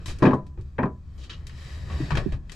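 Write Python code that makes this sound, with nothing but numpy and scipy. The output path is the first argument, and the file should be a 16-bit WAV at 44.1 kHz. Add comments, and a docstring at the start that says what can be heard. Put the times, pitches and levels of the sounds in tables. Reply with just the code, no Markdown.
"""In a small wooden boat, someone shifts about and straightens up.
Loose boards knock twice against the hull, each time with a rattle of rebounds; every impact excites the
damped modes of hull and planks. Feet thud and scuff, small things clink, and light scrapes follow the
knocks. Friction of cloth on cloth gives a swell of hiss. A low rumble and a light wind lie under it all,
and early reflections between the sides of the boat colour the treble."""
import sys
import numpy as np
from scipy import signal
from scipy.fft import rfft, irfft
from scipy.io import wavfile
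from scipy.ndimage import uniform_filter1d, minimum_filter1d

SR = 44100
rng = np.random.default_rng(int(sys.argv[2]) if len(sys.argv) > 2 else 0)


def unload_wav(signal):
    """Save mono or channel-first audio to the path in sys.argv[1] as 16-bit WAV at rate SR, clipped to [-1, 1]."""
    wavfile.write(
        sys.argv[1],
        SR,
        np.round(np.clip(np.atleast_2d(signal).T, -1, 1) * 32767).astype(np.int16),
    )


N = 112454

# course of the hull's rumble: time_s, level_db
RUMBLE_LEVELS = [(0, -37.5), (0.299, -35), (0.499, -42), (1.05, -41), (1.4, -40), (1.55, -38), (1.75, -37),
                 (1.85, -33.5), (1.97, -30), (2.1, -32), (2.3, -31), (2.42, -39), (2.55, -38.5)]
# course of the sliding of clothes: time_s, level_db, treble_db
CLOTH_LEVELS = [(0, -53, -2.5), (.17, -75, 28), (.21, -41, -25), (0.441, -80, -12), (.68, -77.5, 14.5),
                (.92, -81, 2), (1.14, -75, 15), (1.19, -57, -7), (1.38, -60, 5), (1.45, -59, -1),
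                (1.53, -62, 13.5), (1.62, -59, 17), (1.73, -55.5, 15), (1.85, -55.5, 9), (1.93, -44.5, 3),
                (2.03, -44.5, 6), (2.1, -47.5, 6.5), (2.2, -38, -8.5), (2.28, -53, 0.5), (2.349, -53.5, 0),
                (2.39, -65, -12), (2.55, -69, 20)]
# puffs of wind: start_s, length_s, level_db
BUFFETS = [(.05, .3, -40), (2.14, .36, -31.5)]
# soles dragging on the planks: start_s, hold_s, level_db, bass_db, treble_db, pan_db
SCUFFS = [(.0575, 0.015, -51, 14, 13, 3.5), (.079, 0.032, -45, 16, 6.5, 1.5),
          (.186, .001, -59.5, -18, 11.5, 3), (.340, 0.0018, -71.5, -11.5, 15, 1),
          (.466, .002, -69, -6, 8.5, 5), (.574, 0.019, -56.5, 23.5, -11.5, 0),
          (.610, 0.0023, -72, 0, 11, 3), (1.468, 0.0017, -57.5, -18, 12.5, 4.5),
          (1.494, 0.0036, -49.5, -29, -1.5, 1), (1.899, 0.033, -44.5, 12.5, -4, 3.5),
          (2.106, 0.0038, -29, 4, -9, 5.5), (2.117, 0.0033, -32.5, 9.5, -9.5, 1),
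          (2.152, 0.0042, -32, 5, -5.5, 6), (2.171, 0.005, -28.5, 6, -3, 1.5),
          (2.185, 0.0017, -39.5, 17.5, -14, 8), (2.321, 0.011, -44.5, 17, -2.5, 2),
          (2.495, 0.0013, -49.5, -28, 2, 9), (2.518, 0.005, -52.5, 15.5, 10, 5.5)]
# small hard things struck: start_s, level_db, pitch_hz
CLINKS = [(.058, -42.5, 1043), (.254, -26, 1646), (1.329, -40, 2880), (1.497, -51, 2830),
          (1.899, -39.5, 1124), (2.178, -31.5, 564), (2.496, -49.5, 2033)]
# blows of boards on the hull: start_s, level_db, bass_db, clack_db, treble_db, t60_ratio, board_hz
KNOCKS = [(.222, -18.5, 6, -2.5, 6, 1.4, 553), (.228, -15.5, -3.5, -7, 5, 1.2, 1164),
          (.238, -20, 9, 4, 6, 0.91, 272), (.2535, -17, 5.5, 10.5, 8.5, 0.97, 840),
          (.259, -16, 9, -12, -6, 0.68, 550), (.270, -25, 9.5, -18, -6, 0.72, 246),
          (.279, -22, -7.5, -4, -3, 1, 810), (.308, -21.5, -2.5, -4, -1.5, 1.33, 968),
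          (.3325, -15, -4, -15, -6, 0.66, 1085), (.783, -27.5, -3, 7.5, -2.5, 1, 2103),
          (.7875, -18.5, -3.5, 3.5, -18, 1, 947), (.8295, -26.5, 3, -2, -3.5, 0.87, 905),
          (.8335, -19.5, -6.5, -3, -26, 0.87, 1060), (.858, -28.5, 4.5, -10, -17, 0.83, 397)]
# normal modes of the hull: frequency_hz, level_db, t60_s
HULL_MODES = [(135.4, -9, 0.35), (168.7, -19.5, 0.33), (197.7, -12, 0.28), (243.2, -5, 0.11),
              (265.2, -4.5, 0.24), (340, -18, 0.35), (401.2, -15.5, 0.2), (541, -18, 0.22),
              (623, -15.5, 0.22), (782, -19.5, 0.15), (888.6, -14.5, 0.17), (998, -21, 0.33),
              (1048, -13.5, 0.11), (1630, -19.5, 0.15)]
# soft footfalls: start_s, level_db, pitch_hz, t60_s, pan_db
THUDS = [(.576, -44, 362, .2, 1), (.584, -26.5, 101.3, 0.19, -1), (1.14, -25.5, 63, 0.29, 2),
         (2.001, -26, 296, 0.16, 0), (2.003, -18, 133.2, 0.24, 2.5), (2.116, -18.5, 137.8, 0.27, 0),
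         (2.246, -29, 53, 0.22, -9), (2.260, -19, 332.6, 0.057, -13.5), (2.262, -22, 167.7, .12, -14.5),
         (2.327, -22, 124, 0.13, 2.5)]
# light scrapes: start_s, hold_s, level_db, treble_db
SCRAPES = [(1.178, 0.065, -71.5, 14), (1.212, 0.026, -63.5, 6), (1.234, 0.013, -55, 5),
           (1.295, 0.016, -39, -3), (1.329, 0.014, -50.5, -0.5)]

# relative spectral densities of the noise sources: frequency_hz, density_db
RUMBLE_SPECTRUM = [(25, -5.5), (50, -6), (66, 5), (78, 5.5), (98, -7.5), (130, -4), (180, -13.5),
                   (260, -23.5), (450, -36.5), (900, -40)]
WIND_SPECTRUM = [(12, -22.5), (30, 7.5), (50, 0), (90, -47), (200, -55), (900, -109)]
AIR_SPECTRUM = [(100, -8.5), (400, 3.5), (750, -13), (1100, 0), (2200, -15.5), (5000, -16.5), (7500, -17),
                (10000, -32), (15000, -30)]
CLOTH_SPECTRUM = [(180, -1), (330, 11), (570, 6.5), (800, -3.5), (1120, -4), (1300, -2), (1950, -3.5),
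                  (2400, -8), (3100, -11.5), (4000, -11), (5100, -13), (6200, -21.5), (7300, -19.5),
                  (9500, -32), (12600, -35.5), (14000, -46.5), (15500, -63.5)]
SCUFF_SPECTRUM = [(60, 14.5), (200, -1.5), (450, -4), (750, -1), (1100, 4), (1500, 3.5), (2200, 2.5),
                  (4500, -5), (8000, -14.5), (12800, -34.5), (15500, -50)]
PLANK_SPECTRUM = [(30, -26), (90, 3), (150, 4), (320, 3), (700, -6), (1100, -7.5), (1700, -12.5),
                  (2500, -21.5), (4000, -33.5), (7000, -48.5), (11000, -64.5), (15000, -74)]
SCRAPE_SPECTRUM = [(300, -4), (800, -15), (1250, 1), (2550, -1.5), (2900, 8), (3300, 4), (4400, 0.5),
                   (7000, -10.5), (9500, -25.5), (12500, -36), (15000, -55)]
# decay times after rubbing and of struck planks: frequency_hz, t60_s
RUB_DECAY = [(150, 0.4), (1000, 0.14), (4000, 0.14), (12000, 0.14)]
PLANK_DECAY = [(80, .25), (300, 0.26), (1000, 0.2), (2500, 0.13), (6000, 0.17), (14000, 0.06)]
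# likeness of the two channels: frequency_hz, coherence
COHERENCE = [(25, 0.92), (70, 0.99), (200, 0.97), (550, 0.84), (1600, 0.49), (5000, 0.63), (15000, 0.38)]
# level of the left channel over the right: frequency_hz, pan_db
BALANCE = [(60, 1), (200, 0.65), (550, 1.5), (1800, 4.5), (5000, 1.5), (15000, 7)]

BASS_HZ, MID_HZ, CLACK_HZ, TREBLE_HZ = 310, 1170, 2400, 4300
STRIKE_RISE_S, RUB_GRIT_DB = 0.00038, 0.5
EVENT_SIZE = 16384  # samples in one contact sound
EVENT_T = np.arange(EVENT_SIZE) / SR


def amp(db):
    """Amplitude ratio of a level in decibels."""
    return 10 ** (np.asarray(db) / 20)


def unit_power(x):
    """Normalisation to a mean square of one."""
    return x / np.sqrt(np.mean(x ** 2) + 1e-20)


def curve_at(points, hz):
    """Interpolation on a logarithmic frequency axis."""
    frequencies, values = np.transpose(points)
    return np.interp(np.log(hz + 1), np.log(frequencies + 1), values)


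def pan(pan_db):
    """Level difference: left and right gains that lie pan_db apart."""
    return amp(np.array([[.5], [-.5]]) * pan_db)


def noise(spectrum, size, bass_db=0, treble_db=0, pan_db=None):
    """Partial coherence: coloured stereo noise is the sum and difference of two random-phase signals."""
    hz = np.fft.rfftfreq(size, 1 / SR)
    phasors = np.exp(2j * np.pi * rng.random((2, len(hz))))
    coherence = curve_at(COHERENCE, hz)
    mid = phasors[0] * np.sqrt((1 + coherence) / 2)
    side = phasors[1] * np.sqrt((1 - coherence) / 2)
    # bright and dull sounds differ most in the top octave
    tilt = [(BASS_HZ, bass_db), (MID_HZ, 0), (TREBLE_HZ, treble_db), (12000, 1.88 * treble_db)]
    colour = unit_power(amp(curve_at(spectrum, hz))) * amp(curve_at(tilt, hz))
    gains = pan(curve_at(BALANCE, hz) if pan_db is None else pan_db)
    return irfft(np.array([mid + side, mid - side]) * colour * gains, size) * np.sqrt(size)


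def grit(depth_db, size, smooth_samples=40):
    """Amplitude modulation: a rough contact flickers on a scale of milliseconds."""
    flicker = uniform_filter1d(uniform_filter1d(rng.standard_normal(size), smooth_samples), 30)
    return unit_power(amp(depth_db * unit_power(flicker)))


def die_away(x, rise_s, hold_s, decay):
    """Frequency-dependent damping: after rise and hold, each octave decays at its own rate."""
    hz, spectrum = np.fft.rfftfreq(EVENT_SIZE, 1 / SR), rfft(x)
    centres_hz = np.geomspace(100, 12800, 8)
    free_s = np.maximum(EVENT_T - hold_s, 0)
    sound = 0
    for centre_hz, weights in zip(centres_hz, np.eye(8)):
        band = irfft(spectrum * curve_at(np.c_[centres_hz, weights], hz), EVENT_SIZE)
        sound += band * np.exp(-np.log(1000) * free_s / curve_at(decay, centre_hz))
    return np.minimum(EVENT_T / rise_s, 1) * sound


def ring(hz, t60_s):
    """Free vibration of a damped oscillator, falling 60 dB in t60_s."""
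    return np.sin(2 * np.pi * hz * EVENT_T) * np.exp(-np.log(1000) * EVENT_T / t60_s)


def butterworth(x, cutoff_hz, kind):
    """Second-order filtering: 12 dB per octave beyond the cutoff."""
    return signal.sosfilt(signal.butter(2, cutoff_hz, kind, fs=SR, output="sos"), x)


def background():
    """Incoherent noises add: a low rumble in the hull, a steady breeze and faint outdoor air."""
    rumble_db = np.interp(np.arange(N) / SR, *np.transpose(RUMBLE_LEVELS))
    rumble = butterworth(noise(RUMBLE_SPECTRUM, N), 900, "low")
    breeze = butterworth(noise(WIND_SPECTRUM, N), 300, "low")
    return amp(rumble_db) * rumble + amp(-49.5) * breeze + amp(-70) * noise(AIR_SPECTRUM, N)


def clothing(echo_s=.00093, echo_gain=.3, drift_per_s=.2):
    """Friction of cloth makes hiss; interference with a plank's drifting reflection comb-filters it."""
    t = np.arange(N) / SR
    time_s, level_db, treble_db = np.transpose(CLOTH_LEVELS)
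    direct = butterworth(noise(CLOTH_SPECTRUM, N), 261, "high")
    delay_s = echo_s * np.exp(drift_per_s * (t - t.mean()))
    reflected = np.array([np.interp(t - delay_s, t, channel) for channel in direct])
    hiss = unit_power(direct + echo_gain * reflected) * grit(depth_db=0.9, size=N)
    low = signal.sosfiltfilt(signal.butter(1, 2200, fs=SR, output="sos"), hiss)
    treble = amp(np.interp(t, time_s, treble_db)) * (hiss - low)
    return amp(np.interp(t, time_s, level_db)) * (low + treble)


def buffet(length_s, level_db):
    """Pressure fluctuation: a puff of wind on the microphone swells and fades as very low noise."""
    size = 2 * round(length_s * SR / 2)
    return amp(level_db) * noise(WIND_SPECTRUM, size) * np.hanning(size)


def scuff(hold_s, level_db, bass_db, treble_db, pan_db, catch_s=0.0053):
    """Sliding friction: a sole catches, drags over grit, and the sound dies away in the hull."""
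    catch = 1 + amp(1) * np.exp(-(EVENT_T / catch_s) ** 2)
    rub = noise(SCUFF_SPECTRUM, EVENT_SIZE, bass_db, treble_db, pan_db) * grit(RUB_GRIT_DB, EVENT_SIZE)
    rise_s = 0.00055 + 0.11 * hold_s  # a long drag builds up more slowly
    return amp(level_db) * catch * die_away(rub, rise_s, hold_s, RUB_DECAY)


def clink(level_db, pitch_hz):
    """Damped vibration: a small hard thing rings in one mode and buzzes a little."""
    attack = np.minimum(EVENT_T / STRIKE_RISE_S, 1)
    note = pan(curve_at(BALANCE, pitch_hz)) * ring(pitch_hz, t60_s=.12)
    buzz = grit(depth_db=3, size=EVENT_SIZE, smooth_samples=120)
    return amp(level_db) * attack * note * buzz


def knock(level_db, bass_db, clack_db, treble_db, t60_ratio, board_hz, impact_s=0.0058):
    """Impact excitation: a loose board rings itself, hull and planks; pressing on them adds damping."""
    colour = [(149, 0.12 * bass_db),  # the deepest modes vary less from blow to blow
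              (BASS_HZ, bass_db), (MID_HZ, 0), (CLACK_HZ, clack_db), (TREBLE_HZ, treble_db)]
    detune = 1 + .005 * rng.standard_normal(len(HULL_MODES))  # each blow lands elsewhere
    hull = 0
    for k, (hz, mode_db, t60_s) in enumerate(HULL_MODES):
        gains = amp(mode_db + curve_at(colour, hz)) * pan(curve_at(BALANCE, hz))
        hull += (-1) ** k * gains * ring(hz * detune[k], t60_s * t60_ratio)
    board = pan(curve_at(BALANCE, board_hz)) * ring(board_hz, t60_s=.08)
    # the planks' modes lie so close that they ring as noise
    plank_gains = amp(curve_at(colour, np.fft.rfftfreq(EVENT_SIZE, 1 / SR)))
    plank_noise = irfft(rfft(noise(PLANK_SPECTRUM, EVENT_SIZE)) * plank_gains)
    decay = [(hz, t60_s * t60_ratio) for hz, t60_s in PLANK_DECAY]
    planks = die_away(plank_noise, STRIKE_RISE_S, 0, decay)
    impact = 1 + amp(-7) * np.exp(-(EVENT_T / impact_s) ** 2)  # the contact, heard before the ring
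    attack = np.minimum(EVENT_T / STRIKE_RISE_S, 1)
    return amp(level_db) * ((amp(3.5) * hull + amp(-7.5) * board) * attack + amp(-3.5) * impact * planks)


def thud(level_db, pitch_hz, t60_s, pan_db, rise_cycles=1.62, step_octaves=0.19):
    """Soft impact: a foot pushes a board, exciting a short low note in a puff of narrow-band noise."""
    band = [(pitch_hz * 2 ** (k * step_octaves), -3 * k ** 2) for k in range(-5, 6)]
    puff = noise(band, EVENT_SIZE, pan_db=pan_db) * np.exp(-np.log(1000) * EVENT_T / t60_s)
    note = pan(pan_db) * ring(pitch_hz, t60_s)
    attack = np.minimum(EVENT_T * pitch_hz / rise_cycles, 1)
    return amp(level_db) * attack * (amp(-2.5) * puff + amp(-1.5) * note)


def scrape(hold_s, level_db, treble_db, rise_s=0.0013):
    """Light friction: thin, gritty noise shaped by a resonance near 3 kHz."""
    rub = noise(SCRAPE_SPECTRUM, EVENT_SIZE, treble_db=treble_db) * grit(RUB_GRIT_DB, EVENT_SIZE)
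    return amp(level_db) * die_away(rub, rise_s, hold_s, RUB_DECAY)


def reflections(x, count=14, spread_s=.009, share=0.5):
    """Interference: early reflections between the boat's sides give the treble a steady, uneven colour."""
    polarity = rng.choice([-1., 1.], count)
    delays = ((1 + (count - 1) * rng.random(count)) / count * spread_s * SR).astype(int)
    strengths = polarity + 0.87 * rng.standard_normal((2, count))  # unlike in the two channels
    taps = np.zeros((2, 2048))
    taps[:, delays] = unit_power(strengths) / np.sqrt(count)
    treble = butterworth(x, MID_HZ, "high")
    return x + share * signal.fftconvolve(treble, taps, axes=1)[:, :N]


def scene():
    """Superposition: all sources add, each at its own time, and reflect inside the boat."""
    mix = background() + clothing()
    for events, source in ((KNOCKS, knock), (THUDS, thud), (SCUFFS, scuff),
                           (SCRAPES, scrape), (CLINKS, clink), (BUFFETS, buffet)):
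        for start_s, *settings in events:
            start = round(start_s * SR)
            sound = source(*settings)[:, :N - start]
            mix[:, start:start + sound.shape[1]] += sound
    return reflections(mix)


def record(dry, ceiling=.72, window_s=.008, cutoff_hz=15400):
    """Peak and band limiting: the gain eases down on the highest peaks, then a low-pass filter acts."""
    window = round(window_s * SR)
    gain = np.minimum(ceiling / (abs(dry).max(0) + 1e-9), 1)
    limited = dry * uniform_filter1d(minimum_filter1d(gain, window), window)
    lowpass = signal.firwin(511, cutoff_hz, window=("kaiser", 9), fs=SR)
    return signal.oaconvolve(limited, lowpass[None], "same")


dry = scene()
out = record(dry)
unload_wav(out)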